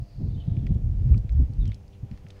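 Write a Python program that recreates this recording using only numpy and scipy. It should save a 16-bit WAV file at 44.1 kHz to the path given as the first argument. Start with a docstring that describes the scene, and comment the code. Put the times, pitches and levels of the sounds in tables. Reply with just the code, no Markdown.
"""Wind buffets the microphone, throbbing in the strongest gusts and dropping away near the end.
A horse canters round a sand arena: each hoof pushes the ground with a dull thud, thrown sand
rustles and scuffs, and grit and tack (the horse's gear) knock together in small sharp ticks.
Far off a motor hums, a faint hiss falls in pitch, and a small bird's chirps echo from the trees."""
import sys
import numpy as np
from scipy import signal
from scipy.fft import rfft, irfft, next_fast_len
from scipy.io import wavfile
from scipy.ndimage import uniform_filter1d, map_coordinates

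SR = 44100
rng = np.random.default_rng(int(sys.argv[2]) if len(sys.argv) > 2 else 0)


def wav_record(signal):
    """Record a signal, one row per channel, as 16-bit PCM in the file named by sys.argv[1]."""
    frames = np.transpose(np.atleast_2d(signal))
    bounded = np.clip(frames, -1, 1)
    # unit amplitude maps onto the largest positive 16-bit level
    quanta = np.round(bounded * 32767).astype(np.int16)
    wavfile.write(sys.argv[1], SR, quanta)


N = 105840
T = np.arange(N) / SR

# strength of the wind's deep buffeting and of the flutter above it (time [s], relative level [dB])
BUFFET_LEVEL = [(0, -31.5), (.08, -55.5), (.24, -28), (.35, -31.5), (.45, -38.5), (.51, -32.5), (.61, -34),
                (.69, -26.5), (.74, -29.5), (.80, -35), (.86, -21.5), (.94, -27.5), (1.03, -24),
                (1.08, -23), (1.13, -24.5), (1.2, -24.5), (1.26, -42.5), (1.31, -27.5), (1.42, -24.5),
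                (1.48, -38), (1.55, -37), (1.6, -28), (1.7, -28), (1.78, -46), (1.9, -49.5), (2.04, -45),
                (2.17, -47.5), (2.4, -49.5)]
FLUTTER_LEVEL = [(0, -42), (.12, -77), (.16, -44), (.21, -30), (.25, -30.5), (.3, -37.5), (.37, -33.5),
                 (.44, -54.5), (.49, -39), (.56, -32), (.67, -34), (.72, -27.5), (.742, -38.5), (.82, -39),
                 (1.0, -42.5), (1.1, -31.5), (1.18, -30), (1.23, -49), (1.35, -46), (1.40, -27.5),
                 (1.43, -29), (1.46, -49), (1.56, -43), (1.63, -35.5), (1.69, -42), (1.75, -57),
                 (1.99, -60.5), (2.05, -42.5), (2.08, -67), (2.13, -51.5), (2.18, -64), (2.4, -59)]
# motor overtones, whose balance shifts as the microphone turns
# (multiple of the firing rate, start level [dB], end level [dB])
MOTOR_OVERTONES = [(2, -57, -58), (3, -63, -64), (4, -67, -62.5), (5, -67, -64), (6, -69, -74),
                   (7, -64.5, -80), (8, -78, -72), (9, -76, -82), (10, -92, -78)]
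# rise and fall of the whole hum (time [s], gain [dB])
MOTOR_GAIN = [(0, -3.5), (.15, -11), (.5, 2.5), (1.2, -2), (1.7, -2), (1.85, -5.5), (2.1, -3), (2.4, -3.5)]
# falling hisses (time [s], length [s], start pitch [Hz], end pitch [Hz], level [dB])
HISS_SLIDES = [(-.25, 0.84, 5100, 4076, -71.5), (0.198, .65, 3763, 3200, -71)]
# strength of the sandy rustle (time [s], level [dB])
RUSTLE_LEVEL = [(0, -80), (.3, -75), (.58, -69.5), (.8, -78), (1.0, -71), (1.12, -66), (1.24, -75),
                (1.4, -67.5), (1.5, -74.5), (1.7, -68), (1.82, -83), (2.05, -79), (2.13, -66),
                (2.22, -73.5), (2.29, -71), (2.4, -64)]
# hoof thuds (time [s], level [dB], pitch [Hz], loose earth against the thud [dB])
HOOF_THUDS = [(.018, -26, 108.3, -23), (0.476, -17, 135, -18.5), (0.516, -16.5, 103, -20),
              (0.572, -17, 115.6, -16.5), (0.633, -28.5, 215, -15.5), (0.696, -21.5, 118.4, -27.5),
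              (.704, -19, 190, -16.5), (.716, -13, 97, -17), (0.754, -13, 84.6, -13.5),
              (1.246, -19.5, 105, -25.5), (1.494, -22.5, 112, -10.5), (1.679, -21, 102, -16.5),
              (2.029, -24, 108, -16), (2.11, -27.5, 104, -7), (2.136, -28, 58.3, -34),
              (2.242, -34.5, 156, -10.5)]
# bird chirps (time [s], length [s], start pitch [Hz], end pitch [Hz], relative level [dB])
BIRD_CHIRPS = [(0.340, 0.028, 3760, 3500, -56.5), (0.365, 0.032, 2950, 3320, -56),
               (0.393, 0.039, 3250, 2860, -50.5), (1.598, 0.024, 3650, 3940, -56.5),
               (1.614, 0.028, 3740, 3450, -51.5), (1.664, 0.039, 3400, 2740, -53),
               (1.703, 0.02, 3065, 3320, -59)]
# ticks of grit and tack (time [s], relative level [dB], main ring [Hz], upper ring [Hz],
# upper against main [dB], time to fade by 60 dB [s])
SHARP_TICKS = [(0.5684, -43.5, 2420, 2960, -13, 0.0083), (0.6673, -36, 2380, 4840, -9, 0.0059),
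               (0.6703, -41.5, 1974, 3250, -6, 0.009), (0.7455, -49.5, 4900, 8900, -2.5, 0.0017),
               (1.144, -42.5, 1240, 2400, 2, 0.0115), (1.1783, -39, 4610, 6860, -17, .003),
               (1.294, -39, 2320, 3580, -2.5, 0.0048), (1.3247, -50.5, 5230, 6140, 1, 0.0036),
               (1.536, -48.5, 4550, 7670, -13.5, 0.0039), (1.6551, -38, 2520, 3600, -3, 0.0035),
               (1.6562, -46, 4770, 5530, -3, 0.0061), (1.6788, -43.5, 5520, 6500, -5.5, 0.0046),
               (1.7187, -38.5, 2190, 3600, -4, 0.011), (1.7453, -41, 4300, 6350, -4.5, 0.0038),
               (1.7448, -47.5, 5400, 9100, -17.5, 0.012), (1.88, -51.5, 4900, 6500, -8, 0.0052),
               (2.114, -41.5, 2320, 4300, -2, 0.0025), (2.176, -38, 1940, 4300, -6, 0.0014),
               (2.267, -42, 2030, 2450, -4, 0.0048), (2.286, -45, 5200, 7500, -19, 0.0024),
               (2.3035, -39, 2620, 4100, -14, 0.0034), (2.3052, -37.5, 3680, 6360, -16, 0.0041)]
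# throbs of the strongest gusts (peak time [s], half length [s], level [dB], pitch [Hz])
GUST_THROBS = [(1.069, 0.013, -16.5, 120), (1.122, 0.021, -7, 62), (1.177, 0.021, -18, 108),
               (1.339, 0.035, -23, 56), (1.404, 0.04, -13, 65), (1.611, 0.036, -16.5, 44)]
# hooves dragging through sand (time [s], level [dB])
SAND_SCUFFS = [(1.649, -65), (1.712, -65), (1.918, -66.5)]
# each noise's spectrum: its mix of low and high sound (frequency [Hz], relative level [dB])
BUFFET_SPECTRUM = [(12, -25.5), (25, -2), (42, 9), (65, 3), (100, 4), (135, -5), (190, -28), (400, -85.5),
                   (1000, -120)]
FLUTTER_SPECTRUM = [(50, -10), (90, -10), (130, 4.5), (200, -7.5), (300, -17.5), (500, -33), (800, -44),
                    (1500, -62.5), (4000, -120)]
AIR_SPECTRUM = [(30, 6.5), (120, -2), (250, -13), (400, -13), (650, -12.5), (1000, -21.5), (1500, -28),
                (2500, -25.5), (4000, -32), (5800, -32), (6600, -32), (7500, -37.5), (10000, -39.5),
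                (15800, -42.5)]
SAND_SPECTRUM = [(500, 1), (1200, 8), (2400, 4), (4000, -2), (5000, 0.5), (6600, -14.5), (8000, -14),
                 (15000, -32.5)]
EARTH_SPECTRUM = [(80, 1), (200, 10), (320, -7), (550, -26.5), (1000, -44), (3000, -120)]
SCUFF_SPECTRUM = [(900, -38), (1800, -11.5), (2600, 2.5), (3500, -1.5), (4500, -8.5), (8000, -28)]

BUFFET_GAIN_DB, FLUTTER_GAIN_DB, AIR_DB = 1.5, 1, -55
FIRING_HZ, FIRING_DRIFT, MOTOR_SWELL_DB = 98.54, 0.0013, 1.6  # drift is a share of the firing rate
GRAINS_PER_S, GRAIN_DB, GRAIN_SPREAD_DB = 70, -73.5, 8.5
THUD_RISE_S, EARTH_RISE_S = 0.00599, 0.0073
BIRD_GAIN_DB, BIRD_TREMBLE_DB, BIRD_WAVER = -6.5, 2, .008  # waver is a share of the pitch
ECHO_DB, ECHO_T60_S = -5, .25  # T60 is the time to fade by 60 dB
TICK_ATTACK_S, CRACK_DB, CRACK_T60_S, TICK_TAIL_DB, TICK_TAIL_T60_S = 0.00005, -15, 0.001, -21, 0.048
TOP_HZ = 15800


def amp(db):
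    """Turn decibels into a number to multiply by."""
    return 10 ** (np.asarray(db) / 20)


def curve(rows):
    """Join (time, value) points with straight lines, one value per sample."""
    return np.interp(T, *np.transpose(rows))


def wobble(per_s):
    """A smooth curve through per_s random points each second."""
    return map_coordinates(rng.standard_normal(400), [T * per_s], mode="wrap")


def unit(x):
    """Scale a sound to an average power of 1."""
    return x / np.sqrt(np.mean(x ** 2) + 1e-20)


def filtered(x, response):
    """Turn each frequency up or down by response(hz)."""
    size = next_fast_len(N + SR // 2)
    return irfft(rfft(x, size) * response(np.fft.rfftfreq(size, 1 / SR)), size)[:N]


def noise(spectrum):
    """Noise of power 1 with the given mix of low and high sound."""
    points_hz, db = np.transpose(spectrum)
    white = rng.standard_normal(N)
    return unit(filtered(white, lambda hz: amp(np.interp(np.log(hz + 1), np.log(points_hz + 1), db))))


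def steadied(x, samples):
    """Even out the chance swells of a noise over this many samples."""
    power = np.abs(signal.hilbert(x)) ** 2
    smooth_power = uniform_filter1d(uniform_filter1d(power, samples), samples)
    return unit(x / np.sqrt(np.abs(smooth_power) + 1e-6))


def blur(width_hz):
    """Slow noise; multiplying a tone by it smears the tone into a narrow hiss."""
    return unit(filtered(rng.standard_normal(N), lambda hz: 1 / (1 + (hz / width_hz / 2) ** 2) ** 2))


def glide(start, length, start_hz, end_hz, waver=1):
    """A tone that swells and fades once as its pitch slides."""
    progress = np.clip((T - start) / length, 0, 1)
    hz = (start_hz + (end_hz - start_hz) * progress) * waver
    return np.sin(np.pi * progress) * np.sin(2 * np.pi * np.cumsum(hz) / SR)


def swell(start, rise_s, shape):
    """A soft blow that rises to 1, then dies away; a higher shape makes it shorter."""
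    age = np.maximum(T - start, 0) / rise_s
    return (age * np.exp(1 - age)) ** shape


def add(track, start, sound):
    """Mix a sound in at start seconds."""
    part = track[max(round(start * SR), 0):][:len(sound)]
    part += sound[:len(part)]


def wind():
    """Air pushes on the microphone: deep buffeting with a quicker flutter above it."""
    buffet = amp(curve(BUFFET_LEVEL) + BUFFET_GAIN_DB) * steadied(noise(BUFFET_SPECTRUM), samples=1500)
    flutter = amp(curve(FLUTTER_LEVEL) + FLUTTER_GAIN_DB) * steadied(noise(FLUTTER_SPECTRUM), samples=1100)
    return buffet + flutter


def motor():
    """A far motor's firing makes a hum; each overtone swells and fades a little on the wind."""
    phase = 2 * np.pi * np.cumsum(FIRING_HZ * (1 + FIRING_DRIFT * wobble(5))) / SR
    hum = np.zeros(N)
    for multiple, start_db, end_db in MOTOR_OVERTONES:
        level_db = np.linspace(start_db, end_db, N) + MOTOR_SWELL_DB * wobble(7.98)
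        hum += amp(level_db) * np.sin(multiple * phase + 2 * np.pi * rng.random())
    return np.sqrt(2) * amp(curve(MOTOR_GAIN)) * hum


def open_air():
    """A quiet, steady outdoor rush behind everything."""
    return amp(AIR_DB) * noise(AIR_SPECTRUM)


def falling_hiss():
    """Two narrow, distant hisses overlap, each sliding down and fading."""
    return sum(amp(db) * np.sqrt(2) * glide(*slide) * blur(width_hz=410) for *slide, db in HISS_SLIDES)


def rustle():
    """Thrown sand rustles softly, with stray ticking grains that follow its level."""
    level_db = curve(RUSTLE_LEVEL)
    sand, grains = noise(SAND_SPECTRUM), np.zeros(N)
    for when, size, pitch in rng.random((int(GRAINS_PER_S * N / SR), 3)):
        hz = 2000 * 3 ** pitch
        grain_db = GRAIN_DB + GRAIN_SPREAD_DB * np.log(size + .02)
        add(grains, when * N / SR, amp(grain_db) * tick(hz, hz * 0.54, second_db=0, t60=.002))
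    return amp(level_db) * sand + amp(level_db - level_db.mean()) * grains


def tick(hz, second_hz, second_db, t60):
    """A tiny hard knock: two briefly ringing tones, a crack of noise and a faint tail."""
    t = np.arange(SR // 30) / SR
    limit_hz = SR / 2 - 1
    tones = np.sin(2 * np.pi * hz * t) + amp(second_db) * np.sin(2 * np.pi * second_hz * t)
    ring = tones * amp(-60 * t / t60)
    crack_band = signal.butter(2, np.minimum([.7 * hz, 1.9 * hz], limit_hz), "bandpass", fs=SR)
    crack = unit(signal.lfilter(*crack_band, rng.standard_normal(len(t))))
    fade = amp(CRACK_DB - 60 * t / CRACK_T60_S) + amp(TICK_TAIL_DB - 60 * t / TICK_TAIL_T60_S)
    knock = (ring + crack * fade) * (1 - np.exp(-t / TICK_ATTACK_S))
    # a small object gives off little sound below its ringing tones, and fades gently above them
    low_cut = signal.butter(3, hz * 0.46, "highpass", fs=SR)
    high_cut = signal.butter(1, min(max(hz, second_hz) * 1.8, limit_hz), fs=SR)
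    return signal.lfilter(*high_cut, signal.lfilter(*low_cut, knock))


def hooves():
    """Each hoof gives the ground a short, low push and kicks up a puff of loose earth."""
    out, earth = np.zeros(N), noise(EARTH_SPECTRUM)
    for start, db, hz, puff_db in HOOF_THUDS:
        push = swell(start, THUD_RISE_S, shape=1.46) * np.sin(2 * np.pi * hz * (T - start - THUD_RISE_S))
        puff = amp(puff_db) * swell(start, EARTH_RISE_S, shape=1) * earth
        out += amp(db) * (push + puff)
    return out


def bird():
    """Short trembling whistles slide up or down, and the trees send back a soft echo."""
    waver = 1 + BIRD_WAVER * wobble(160)
    tremble = amp(BIRD_TREMBLE_DB * wobble(150))
    calls = tremble * sum(amp(db) * glide(*chirp, waver) for *chirp, db in BIRD_CHIRPS)
    tail = rng.standard_normal(N) * amp(-60 * T / ECHO_T60_S)
    echo = signal.fftconvolve(calls, tail / np.linalg.norm(tail))[:N] * blur(width_hz=300)
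    return amp(BIRD_GAIN_DB) * (calls + amp(ECHO_DB) * echo)


def grit_and_tack():
    """Bits of grit and the horse's gear knock together in single clear ticks."""
    out = np.zeros(N)
    for start, db, *ring in SHARP_TICKS:
        add(out, start, amp(db) * tick(*ring))
    return out


def gusts():
    """A hard gust sheds swirls of air at the microphone: a few low, almost regular throbs."""
    out, waver = np.zeros(N), 1 + 0.05 * wobble(39.46)
    for peak_s, half_s, db, hz in GUST_THROBS:
        strength = amp(db) * np.exp(-((T - peak_s) / half_s) ** 2)
        out += strength * np.sin(2 * np.pi * np.cumsum(hz * waver) / SR)
    return out


def scuffs():
    """A hoof drags briefly through the sand."""
    drags = sum(amp(db) * swell(start, rise_s=.02, shape=2.3) for start, db in SAND_SCUFFS)
    return noise(SCUFF_SPECTRUM) * drags


def scene():
    """Everything in the open air, at one microphone."""
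    low_sounds = wind() + gusts() + hooves()
    far_sounds = motor() + open_air() + bird() + falling_hiss()
    crisp_sounds = grit_and_tack() + rustle() + scuffs()
    return (low_sounds + far_sounds + crisp_sounds)[None]


def record(dry):
    """The recorder keeps no sound above TOP_HZ."""
    return filtered(dry[0], lambda hz: hz < TOP_HZ)[None]


dry = scene()
out = record(dry)
wav_record(out)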